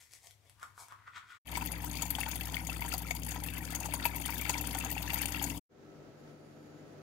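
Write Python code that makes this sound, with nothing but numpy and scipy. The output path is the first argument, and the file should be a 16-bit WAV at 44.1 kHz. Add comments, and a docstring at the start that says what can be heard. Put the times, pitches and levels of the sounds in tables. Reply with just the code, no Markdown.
"""Tiled bathroom: brush, tap, fan

Three moments in stereo, short silences between. Close by, left of the microphone, a toothbrush scrubs
foamy teeth while the mouth opens. Further left, a tap pours into a part-filled plastic jug: drops
spatter and trapped air rings over a motor hum. Then a steady rush, as of a fan, fills the room."""
import sys
import numpy as np
from scipy import signal
from scipy.fft import rfft, irfft, next_fast_len
from scipy.io import wavfile

SR = 44100
rng = np.random.default_rng(int(sys.argv[2]) if len(sys.argv) > 2 else 0)


def inscribe(sig):
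    """Save sig as 16-bit PCM at rate SR to the path in sys.argv[1].

    A 1-D sig is mono; a 2-D sig holds one channel per row.
    Samples are clipped to [-1, 1] before scaling.
    """
    pcm = np.round(np.clip(np.atleast_2d(sig).T, -1, 1) * 32767)
    wavfile.write(sys.argv[1], SR, pcm.astype(np.int16))


N = 309563
TIME_S = np.arange(N) / SR


def amp(db):
    """Decibels to gain."""
    return 10 ** (np.asarray(db) / 20)


def rms_one(x):
    """Scale so that the mean of the channels has rms 1."""
    return x / np.sqrt(np.mean(np.atleast_2d(x).mean(axis=0) ** 2) + 1e-20)


def in_time(rows):
    """One curve over time for each column after the first, time_s."""
    times, *columns = np.transpose(rows)
    return [np.interp(TIME_S, times, column) for column in columns]


def during(start_s, end_s, fade_in_s, fade_out_s=0.022):
    """1 inside a span, 0 outside, with straight fades."""
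    return np.clip((TIME_S - start_s) / fade_in_s, 0, 1) * np.clip((end_s - TIME_S) / fade_out_s, 0, 1)


def bins():
    """Frequencies of the padded FFT grid."""
    return np.linspace(1e-3, SR / 2, next_fast_len(N // 2 + 8192) + 1)


def at_bins(points):
    """Points (freq_hz, value) joined by straight lines on a log axis."""
    hz, value = np.transpose(points)
    return np.interp(np.log(bins()), np.log(np.sort(hz)), value)


def colour(x, curve_db):
    """Causal (minimum-phase) filter with the given gain on the FFT grid."""
    cepstrum = irfft(np.log(amp(curve_db)))
    size = len(cepstrum)
    cepstrum[1:size // 2] *= 2
    cepstrum[size // 2 + 1:] = 0
    return irfft(rfft(x, size) * np.exp(rfft(cepstrum)))[..., :N]


def drift(rate_hz):
    """A slow random curve with rms 1."""
    step, settle = 40, 2000
    r = np.exp(-2 * np.pi * rate_hz * step / SR)
    noise = rng.standard_normal(N // step + settle + 2)
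    slow = signal.lfilter([1], [1, -2 * r, r * r], noise)[settle:]
    return np.interp(np.arange(N) / step, np.arange(len(slow)), rms_one(slow))


def place(x, balance):
    """Share each frequency between the left and right microphone channels."""
    ratio = amp(at_bins(balance))
    size = 2 * (len(ratio) - 1)
    gains = np.array([ratio, np.ones_like(ratio)]) * np.sqrt(2 / (1 + ratio ** 2))
    return irfft(rfft(x, size) * gains)[:, :N]


# How alike the room's diffuse sound is in the two channels: freq_hz, correlation
ROOM_LIKENESS = [(60, 0.98), (150, 0.8), (300, 0.65), (640, 0.26), (1400, 0), (5000, 0)]

def diffuse(spectrum, balance):
    """Stereo noise, alike in the bass and unrelated in the treble; rms 1."""
    alike = at_bins(ROOM_LIKENESS)
    mid, wide = rfft(rng.standard_normal((2, 2 * (len(alike) - 1)))) * amp(at_bins(spectrum))
    stereo = irfft(np.sqrt(1 + alike) * mid + np.sqrt(1 - alike) * wide * [[1], [-1]])
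    return rms_one(place(stereo[:, :N], balance))


def tile_echoes(x, t60_s, wet_db):
    """Dense dying reflections off the tiles, different in each channel; the power stays the same."""
    t = np.arange(SR // 2) / SR
    tail = rng.standard_normal((2, len(t))) * amp(-60 * t / t60_s) * (t > .0006)
    tail *= amp(wet_db) / np.sqrt(np.sum(tail ** 2, axis=1, keepdims=True))
    tail[:, 0] = 1  # the direct sound
    return signal.fftconvolve(np.atleast_2d(x), tail, axes=1)[:, :N] / np.hypot(1, amp(wet_db))


def add(out, start_s, sound):
    """Mix in a short stereo sound."""
    i = int(np.clip(start_s * SR, 0, N - 1))
    out[:, i:i + sound.shape[1]] += sound[:, :N - i]


def chance_times(per_s):
    """Random moments over the whole scene."""
    return np.flatnonzero(rng.random(N) < per_s / SR) / SR


def swarm(per_s, low_hz, high_hz, spread_db):
    """Random drops or bubbles, the quiet ones more common: start_s, level_db, pitch_hz."""
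    times = chance_times(per_s)
    faintness, pitch = rng.random((len(times), 2)).T
    return np.column_stack([times, -spread_db * np.sqrt(faintness), low_hz * (high_hz / low_hz) ** pitch])


def bursts(times, levels_db, t60_s):
    """Noise bursts that start at once and die away."""
    kicks = np.zeros(N)
    kicks[np.clip(times * SR, 0, N - 1).astype(int)] = amp(levels_db) ** 2
    power = signal.lfilter([1], [1, -amp(-120 / (t60_s * SR))], kicks + 1e-18)
    return np.sqrt(power) * rng.standard_normal(N)


def rings(rows, cycles, rise, swell_cycles):
    """Damped sines (start_s, level_db, pitch_hz) that swell and glide up, each with its stereo phase."""
    out = np.zeros((2, N))
    for (start_s, db, hz), (stretch, steepness, side) in zip(rows, rng.uniform(-1, 1, (len(rows), 3))):
        life_cycles = cycles * amp(4.7 * stretch)
        turns = np.arange(0, life_cycles, hz / SR)
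        age = turns / life_cycles
        shape = amp(-60 * age) * (1 - np.exp(-turns / swell_cycles))
        glide = rise * (1 + steepness / 2)
        phase = 2 * np.pi * turns * (1 + glide * (age - 1 / 3) / 2)
        add(out, start_s, amp(db) * shape / shape.max() * np.sin([phase, phase + side * hz / 500]))
    return out


def splashes(rows, t60_s, attack_s, tone, width_hz, alike=0):
    """Noise bursts (start_s, level_db, pitch_hz), each with a resonance; `alike` correlates channels."""
    out, r = np.zeros((2, N)), np.exp(-np.pi * width_hz / SR)
    for (start_s, db, hz), stretch in zip(rows, rng.uniform(-1, 1, len(rows))):
        life_s = t60_s * amp(3 * stretch)
        t = np.arange(0, life_s, 1 / SR)
        shape = amp(-60 * t / life_s) * (1 - np.exp(-(t / attack_s) ** 2))
        mid, wide = rng.standard_normal((2, len(t)))
        noise = np.sqrt((1 + alike) / 2) * mid + np.sqrt((1 - alike) / 2) * wide * [[1], [-1]]
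        noise *= shape / shape.max()
        poles = [1, -2 * r * np.cos(2 * np.pi * hz / SR), r * r]
        ring = signal.lfilter([1, 0, -1], poles, noise) * np.sqrt((1 - r * r) / 2)
        add(out, start_s - attack_s / 2, amp(db) * (noise + tone * ring) / np.hypot(1, tone))
    return out


def cavity(x, centre_hz, width_hz):
    """A moving resonance, stepped in short blocks."""
    out, state, r = np.zeros(N), np.zeros(2), np.exp(-np.pi * width_hz / SR)
    for i in range(0, N, 256):
        poles = [1, -2 * r * np.cos(2 * np.pi * centre_hz[i] / SR), r * r]
        out[i:i + 256], state = signal.lfilter([1, 0, -1], poles, x[i:i + 256], zi=state)
    return out


def mouth_ring(flicks, mouth_hz):
    """Two mouth resonances move together; each acts twice, which leaves dark valleys."""
    lower, upper = (rms_one(cavity(cavity(flicks, hz, width_hz), hz, width_hz))
                    for hz, width_hz in [(mouth_hz, 500), (1.31 * mouth_hz, 800)])
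    return lower + amp(-4) * upper


# Brush strokes at their hardest contact; frontness runs from 0 (back teeth) to 1 (front teeth):
# contact_s, hiss_db, mouth_db, mouth_hz, frontness, length_s
BRUSH_STROKES = [(0.012, -57.5, -78, 1110, .9, 0.18), (0.134, -54, -82, 1050, .9, .16),
                 (0.246, -56.5, -69.5, 670, .95, 0.18), (0.462, -69, -73, 616, 0.72, 0.23),
                 (0.631, -57.5, -52, 1360, 0.71, .14), (.807, -48.5, -52, 1030, 1, 0.11),
                 (0.912, -62, -49, 1120, 0.62, 0.087), (1.075, -72, -53, 1310, .15, .08),
                 (1.164, -57, -44.5, 1310, 0.16, 0.095), (1.321, -63, -54, 1340, 0.32, 0.28)]

def brush_strokes():
    """Each stroke swells and fades more slowly; mouth pitch and brush position glide between strokes."""
    depth_db, swell_share = 19.5, 0.39
    foam_start_db, foam_fade_db_per_s = -12, 33
    hiss_curves, mouth_curves = [], []
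    for contact_s, hiss_db, mouth_db, _, _, length_s in BRUSH_STROKES:
        since_s = TIME_S - contact_s
        age = since_s / length_s
        stroke_db = -depth_db * np.maximum(-age / swell_share, age / (1 - swell_share))
        # foam keeps crackling in the mouth after the stroke
        foam_db = np.where(since_s > 0, foam_start_db - foam_fade_db_per_s * since_s, stroke_db)
        hiss_curves.append(hiss_db + stroke_db)
        mouth_curves.append(mouth_db + np.maximum(stroke_db, foam_db))
    _, _, mouth_hz, frontness, _ = in_time(BRUSH_STROKES)
    mouth_hz *= np.exp(0.044 * drift(18))  # cheek and tongue keep reshaping the mouth
    return np.max(hiss_curves, axis=0), np.max(mouth_curves, axis=0), mouth_hz, frontness


# Bristles on the front teeth, open to the microphone: freq_hz, gain_db
FRONT_BRISTLES = [(300, -13), (700, -1), (1300, -8.5), (2150, 10.5), (2700, -4.5), (3400, 3), (4200, 5.5),
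                  (8000, 6.5), (11500, 3), (15500, -9)]
# Bristles on the back teeth, heard through the cheek: freq_hz, gain_db
BACK_BRISTLES = [(300, -7.5), (1000, -12), (2000, 7.5), (2750, 4.5), (3400, 5.5), (4500, -3.5),
                 (8000, -7.5), (10500, -24), (15500, -18)]
# The brushing, left of the microphone: freq_hz, left_minus_right_db
BRUSH_BALANCE = [(100, 10), (380, 1), (700, 5.5), (1290, 2), (2600, 8), (5000, 4.5), (15000, 5.5)]

def toothbrush():
    """Bristles flick over the teeth: a hiss that dulls behind the cheek, and the ring of the mouth."""
    hiss_db, mouth_db, mouth_hz, frontness = brush_strokes()
    times = chance_times(per_s=2200)
    flicks = bursts(times, rng.normal(0, 3.9, len(times)), t60_s=0.0029)
    bright = rms_one(colour(flicks, at_bins(FRONT_BRISTLES)))
    dull = rms_one(colour(flicks, at_bins(BACK_BRISTLES)))
    hiss = amp(hiss_db) * (frontness * bright + (1 - frontness) * amp(9) * dull)
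    mouth = amp(mouth_db) * mouth_ring(flicks, mouth_hz)
    return place(tile_echoes(hiss + mouth + bristle_snaps(), t60_s=0.2, wet_db=-0.5), BRUSH_BALANCE)


# Room tone of the bathroom, behind the brushing: freq_hz, gain_db
ROOM_TONE = [(25, -23), (60, -5), (100, 3), (170, -15), (350, -20), (1000, -22.5), (4000, -24),
             (15000, -32)]

def room_air():
    """A low, uneven rumble with a faint mains hum."""
    hum = tones([(100, -74)], waver_db=2, wander_rad=.8) * amp([[2], [-6]])
    rumble = amp(-73.5) * diffuse(ROOM_TONE, BRUSH_BALANCE)
    swell_db, = in_time([(0, 0), (.65, 4), (1.1, 3), (1.38, -0.5)])
    return amp(swell_db) * (rumble + hum)


def tones(lines, waver_db, wander_rad, left_lead_rad=0):
    """Stereo tones (pitch_hz, level_db) that waver in level and phase."""
    out = np.zeros((2, N))
    for hz, db in lines:
        phase = 2 * np.pi * (hz * TIME_S + rng.random()) + wander_rad * drift(2.7)
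        out += np.sqrt(2) * amp(db + waver_db * drift(2.2)) * np.sin([phase + left_lead_rad, phase])
    return out


# Tufts snapping off a tooth, close by: start_s, tick_db, mouth_db, mouth_hz
TUFT_SNAPS = [(0.1354, -35, -72, 1150), (0.2707, -34.5, -68, 700), (0.3092, -35.5, -82, 700),
              (0.4968, -38, -84, 900), (0.598, -48, -66, 1280), (0.6296, -33.5, -36, 1260),
              (0.7784, -45, -45, 1200), (0.822, -46, -54, 900), (0.8841, -37, -52, 1130),
              (0.9225, -42, -42.5, 1190), (1.078, -60, -44, 1320), (1.1704, -55, -51, 1320),
              (1.3069, -50, -55, 1400)]
# Colour of the tick: freq_hz, gain_db
TICK_COLOUR = [(200, -22), (900, -9), (2000, 0.5), (9000, 3), (15500, -10)]

def bristle_snaps():
    """A tuft slips off a tooth: a dry tick, and a short knock of the mouth."""
    start_s, tick_db, mouth_db, mouth_hz = np.transpose(TUFT_SNAPS)
    ticks = colour(bursts(start_s, tick_db, t60_s=0.0072), at_bins(TICK_COLOUR))
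    knocks = rings(np.column_stack([start_s, mouth_db, mouth_hz]), cycles=13, rise=.02, swell_cycles=1)
    return amp(-4.5) * ticks + amp(7.5) * knocks


# Strength of the stream where it lands in the jug: time_s, spray_db, bubbling_db
TAP_FLOW = [(1.55, -50.5, -45.5), (1.8, -48, -50), (2.25, -48, -46.5), (2.6, -50.1, -49.5), (2.9, -48, -50),
            (3.2, -52, -51), (3.6, -52.5, -50.5), (4.0, -47, -45.5), (4.35, -47, -47), (4.7, -46.5, -47.5),
            (5.0, -46, -44), (5.5, -43.5, -47.5)]

def stream():
    """Spray, fizz and churn levels follow the flow and surge at random; plunges lift the last two."""
    flow_spray_db, bubbling_db = in_time(TAP_FLOW)
    stir = np.max([np.exp(-np.abs(TIME_S - start_s) / 0.043) for start_s, _, _ in JET_PLUNGES], axis=0)
    spray_db = flow_spray_db + 1.9 * drift(14)
    fizz_db = bubbling_db - 2.5 + 2 * drift(10) + 1.5 * stir
    churn_db = bubbling_db - 5.5 + 1.4 * drift(11) + 2.5 * stir
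    return spray_db, fizz_db, churn_db


# Resonances and notches of the plastic jug: centre_hz, width_hz, gain_db
JUG_RESONANCES = [(570, 220, -2), (777, 110, 6.5), (937, 126, 11), (1176, 470, -5), (1635, 360, -3.5),
                  (2174, 530, 3.5), (2667, 90, 6), (3986, 225, -12.5), (4695, 340, 6.5), (5270, 590, -6.5),
                  (6100, 270, -7.5), (6620, 240, 7.5), (6900, 61, 0), (7460, 320, -9), (9700, 200, -3.5),
                  (12000, 160, -0.5)]
# The jug, well left of the microphone: freq_hz, left_minus_right_db
TAP_BALANCE = [(60, 5), (200, 5.6), (550, 2.3), (900, 8.6), (1290, 1.8), (2000, 9.4), (2700, 18.2),
               (4000, 11.9), (6600, 17.6), (8500, 11.6), (11000, 12.8), (15000, 14.3)]

def tap():
    """Water sounds pass through the jug's resonances; its wall drums and a motor hums."""
    spray_db, fizz_db, churn_db = stream()
    jug_db = sum(db / (1 + (2 * (bins() - hz) / width_hz) ** 2) for hz, width_hz, db in JUG_RESONANCES)
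    water = colour(spray(spray_db) + bubbles(fizz_db) + churning(churn_db), jug_db)
    water = tile_echoes(water, t60_s=0.17, wet_db=-11.5)
    return place(water, TAP_BALANCE) + jug_wall() + motor_hum()


# Colour of the jug's drumming wall: freq_hz, gain_db
WALL_COLOUR = [(20, -17.5), (45, -16), (90, -7), (170, -0.5), (215, -6.5), (255, 0.5), (295, 5),
               (340, -6.5), (430, -11), (560, -12.5), (900, -16.5), (3000, -65)]

def jug_wall():
    """The plastic wall drums unevenly under the stream."""
    wall_db, = in_time([(1.5, -50), (3.2, -51.5), (4.3, -49), (5.5, -48.5)])
    return amp(wall_db + 2.24 * drift(17)) * diffuse(WALL_COLOUR, TAP_BALANCE)


# A motor beside the tap, left of the microphone: pitch_hz, level_db
MOTOR_TONES = [(60, -44.5), (100, -50.5), (120, -61.5), (149.3, -60), (167.7, -53), (180, -63.5),
               (200, -66.5), (240, -60), (249, -62), (298, -67), (500, -73.5)]

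def motor_hum():
    """A motor hums in low, nearly steady tones."""
    return tones(MOTOR_TONES, waver_db=0.77, wander_rad=.08, left_lead_rad=0.57) * amp([[2.3], [-2.8]])


# Colour of the spray at the water's surface: freq_hz, gain_db
SPRAY_COLOUR = [(200, -20.5), (600, 1), (1500, -8.5), (3000, 0), (5000, -2.5), (7500, 0), (9000, -0.5),
                (12000, 2.5), (14000, 2), (15500, 0)]

def spray(spray_db):
    """The stream breaks into drops that slap the surface; tiny bubbles tinkle and the foam sizzles."""
    drops = swarm(per_s=190, low_hz=3850, high_hz=15500, spread_db=30.5)
    patter = rms_one(splashes(drops, t60_s=.017, attack_s=.004, tone=1, width_hz=1860))
    tiny_bubbles = swarm(per_s=450, low_hz=4950, high_hz=14160, spread_db=30)
    tinkle = rms_one(rings(tiny_bubbles, cycles=49, rise=.11, swell_cycles=9))
    foam = rms_one(rng.standard_normal((2, N)))
    fine_spray = amp(spray_db) * (amp(-1.36) * patter + amp(-7) * tinkle + amp(-8.5) * foam)
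    return colour(fine_spray + amp(-7) * drop_slaps(), at_bins(SPRAY_COLOUR))


# The loudest drops landing in the jug: start_s, level_db, pitch_hz
BIG_DROPS = [(1.4702, -29, 10700), (1.515, -32, 12100), (1.5708, -26.5, 8000), (1.7176, -26, 10600),
             (1.954, -29.5, 4150), (2.0206, -20, 6800), (2.0537, -32, 6940), (2.104, -21.5, 11600),
             (2.2035, -24.5, 9600), (2.2865, -28, 14800), (2.3134, -25.5, 6260), (2.3565, -26, 11000),
             (2.4089, -30, 12000), (2.4704, -34, 14100), (2.5344, -36, 10600), (2.6694, -27.5, 6700),
             (2.8075, -29, 14100), (2.9376, -20.5, 4700), (2.9801, -26, 11700), (3.0185, -34, 12400),
             (3.1068, -27.5, 6610), (3.15, -30.5, 11500), (3.2645, -30.5, 10600), (3.3079, -30, 6620),
             (3.32, -32, 6800), (3.3445, -36, 12000), (3.437, -26, 10100), (3.4623, -30, 13700),
             (3.537, -30.5, 10400), (3.5788, -32, 12600), (3.7492, -21, 6500), (3.8015, -29, 6600),
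             (3.8578, -28.5, 6590), (3.937, -21, 10100), (4.0538, -20, 12300), (4.1614, -28, 12100),
             (4.2584, -23, 9050), (4.3799, -28, 12900), (4.412, -25.5, 13700), (4.4945, -17.5, 6620),
             (4.6106, -26.5, 12600), (4.847, -24.5, 6600), (4.9133, -26.5, 13800), (5.1018, -32, 4770),
             (5.1332, -26.5, 11900), (5.256, -36, 14800), (5.4247, -26.5, 12100), (5.44, -22, 6760)]

def drop_slaps():
    """Each big drop slaps the surface and throws up a weaker one that lands just after it."""
    start_s, level_db, pitch_hz = np.transpose(BIG_DROPS)
    delay_s = .007 * (1 + .25 * rng.uniform(-1, 1, len(start_s)))
    rebounds = np.column_stack([start_s + delay_s, level_db - 6, pitch_hz])
    return splashes(np.vstack([BIG_DROPS, rebounds]), t60_s=.018, attack_s=.0034, tone=0.74, width_hz=920)


# The loudest single bubbles in the jug: start_s, level_db, pitch_hz
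LOUD_BUBBLES = [(1.5531, -29.5, 2190), (1.6113, -32.5, 2600), (2.151, -28, 3370), (2.2118, -28.5, 2600),
                (2.2326, -28, 2070), (2.4093, -30, 2640), (2.5432, -28, 3280), (2.5671, -28.5, 2160),
                (2.696, -33, 2700), (2.821, -30.5, 2170), (2.9193, -30.5, 2700), (3.1088, -24, 2210),
                (3.4857, -31.5, 2700), (4.0533, -24, 2550), (4.2538, -30.5, 3270), (4.4518, -28.5, 2130),
                (4.4948, -28, 2630), (4.9791, -29.5, 2690), (5.1033, -28.5, 2760), (5.256, -30.5, 2750),
                (5.3458, -30.5, 2730), (5.5008, -32.5, 2750)]

def bubbles(fizz_db):
    """Trapped air rings and rises in pitch as it nears the surface; torn bubbles only splutter."""
    small = swarm(per_s=380, low_hz=1256, high_hz=4426, spread_db=24.5)
    chirps = rms_one(rings(small, cycles=32.4, rise=0.23, swell_cycles=2.4))
    torn = swarm(per_s=220, low_hz=1270, high_hz=3540, spread_db=22.5)
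    splutter = rms_one(splashes(torn, t60_s=.02, attack_s=.0012, tone=8, width_hz=480))
    fizz = amp(fizz_db) * (amp(-3.5) * chirps + amp(-5.5) * splutter)
    # a loud bubble tears loose with a wet smack
    smacks = splashes(LOUD_BUBBLES, t60_s=.02, attack_s=.0012, tone=2.6, width_hz=1200)
    plinks = rings(LOUD_BUBBLES, cycles=39.4, rise=0.3, swell_cycles=1.8)
    return fizz + amp(-1) * plinks + amp(-7) * smacks


# The jet plunging and shaking the air in the jug: start_s, level_db, pitch_hz
JET_PLUNGES = [(1.571, -29.5, 967), (1.621, -29.5, 964), (1.839, -33, 950), (2.027, -33, 944),
               (2.184, -29.5, 837), (2.262, -29, 889), (2.534, -35.5, 927), (2.816, -35.5, 920),
               (2.848, -32, 950), (2.939, -29, 740), (3.108, -31.5, 698), (3.36, -30.5, 948),
               (3.854, -32, 910), (3.937, -30, 997), (4.053, -23.5, 950), (4.293, -34.5, 930),
               (4.496, -25, 900), (4.552, -33, 888), (4.752, -30, 770), (4.859, -32.5, 777),
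               (5.134, -33.5, 814), (5.172, -34.5, 940), (5.414, -33, 813)]

def churning(churn_db):
    """The jet digs pockets in the water that close with a ringing plop and a splash."""
    pockets = swarm(per_s=190, low_hz=646, high_hz=1230, spread_db=15)
    gurgle = rms_one(splashes(pockets, t60_s=.022, attack_s=.0011, tone=5.4, width_hz=200, alike=.69))
    splash = splashes(JET_PLUNGES, t60_s=.041, attack_s=.0014, tone=0.16, width_hz=360, alike=.69)
    dull_db = at_bins([(150, -8.5), (450, -3), (750, -4.5), (1500, 0.5), (3500, -7.5), (9000, -16)])
    plops = rings(JET_PLUNGES, cycles=30, rise=0.16, swell_cycles=0.71)
    return amp(churn_db - 3) * gurgle + amp(-6.5) * plops + amp(1) * colour(splash, dull_db)


# The fan's rush, filling the room: time_s, level_db
RUSH_LEVEL = [(5.72, -63.5), (5.826, -56), (6.076, -54.5), (6.154, -56.5), (6.3, -53), (6.35, -56.5),
              (7.0, -53.5)]
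# Colour of the rush: freq_hz, gain_db
RUSH_COLOUR = [(18, -47), (30, -22), (71, -23), (144, -6.5), (177, -9), (292, -6), (673, -12), (1080, -24),
               (1330, -20), (1440, -21.5), (3150, -32), (6720, -34.5), (8500, -46), (9190, -45),
               (15500, -46)]
# The rush around the microphone: freq_hz, left_minus_right_db
RUSH_BALANCE = [(60, 17), (200, 4), (700, 0.5), (2400, 0.5), (4000, -6), (6200, -17), (7200, -7),
                (8500, 15), (10000, 6), (14000, 0)]
# The fan's blades and motor: pitch_hz, level_db
BLADE_AND_MOTOR_TONES = [(59.5, -78), (100, -72), (150, -64.5), (226, -70.5), (300, -65), (393.5, -66.5),
                         (500, -71), (1303, -77.5), (1351, -96)]

def fan():
    """Rushing air, with blade and motor tones that follow its level."""
    rush_db, = in_time(RUSH_LEVEL)
    rush = amp(rush_db - 1.3) * diffuse(RUSH_COLOUR, RUSH_BALANCE)
    swell_db = rush_db - np.median(np.array(RUSH_LEVEL)[:, 1])
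    motor = amp(swell_db) * tones(BLADE_AND_MOTOR_TONES, waver_db=2, wander_rad=0.44)
    return rush + motor * amp([[.5], [-1.5]])


# A thin whine over the fan, well left of the microphone: pitch_hz, level_db
WHINE_TONES = [(4590, -84), (6900, -83), (9189, -84), (11488, -87)]

def whine():
    """Faint high tones come in, flicker and fade."""
    partials = tones(WHINE_TONES, waver_db=2, wander_rad=8)
    flicker = amp(1.9 * drift(24.5))
    return partials * flicker * during(6.1, 7.2, fade_in_s=.08, fade_out_s=0.54) * amp([[1], [-13]])


def scene():
    """Brushing, the running tap, then the fan."""
    brushing = (toothbrush() + room_air()) * during(-.01, 1.386, fade_in_s=.005)
    pouring = tap() * during(1.4487, 5.598, fade_in_s=.083)
    rushing = (fan() + whine()) * during(5.69, 7.1, fade_in_s=.034)
    return brushing + pouring + rushing


def record(dry):
    """The recorder adds a trace of hiss and cuts the highest treble."""
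    hiss = amp(-104) * rng.standard_normal((2, N))
    lowpass = signal.ellip(10, .2, 80, 15700, fs=SR, output="sos")
    return signal.sosfilt(lowpass, dry + hiss)


dry = scene()
out = record(dry)
inscribe(out)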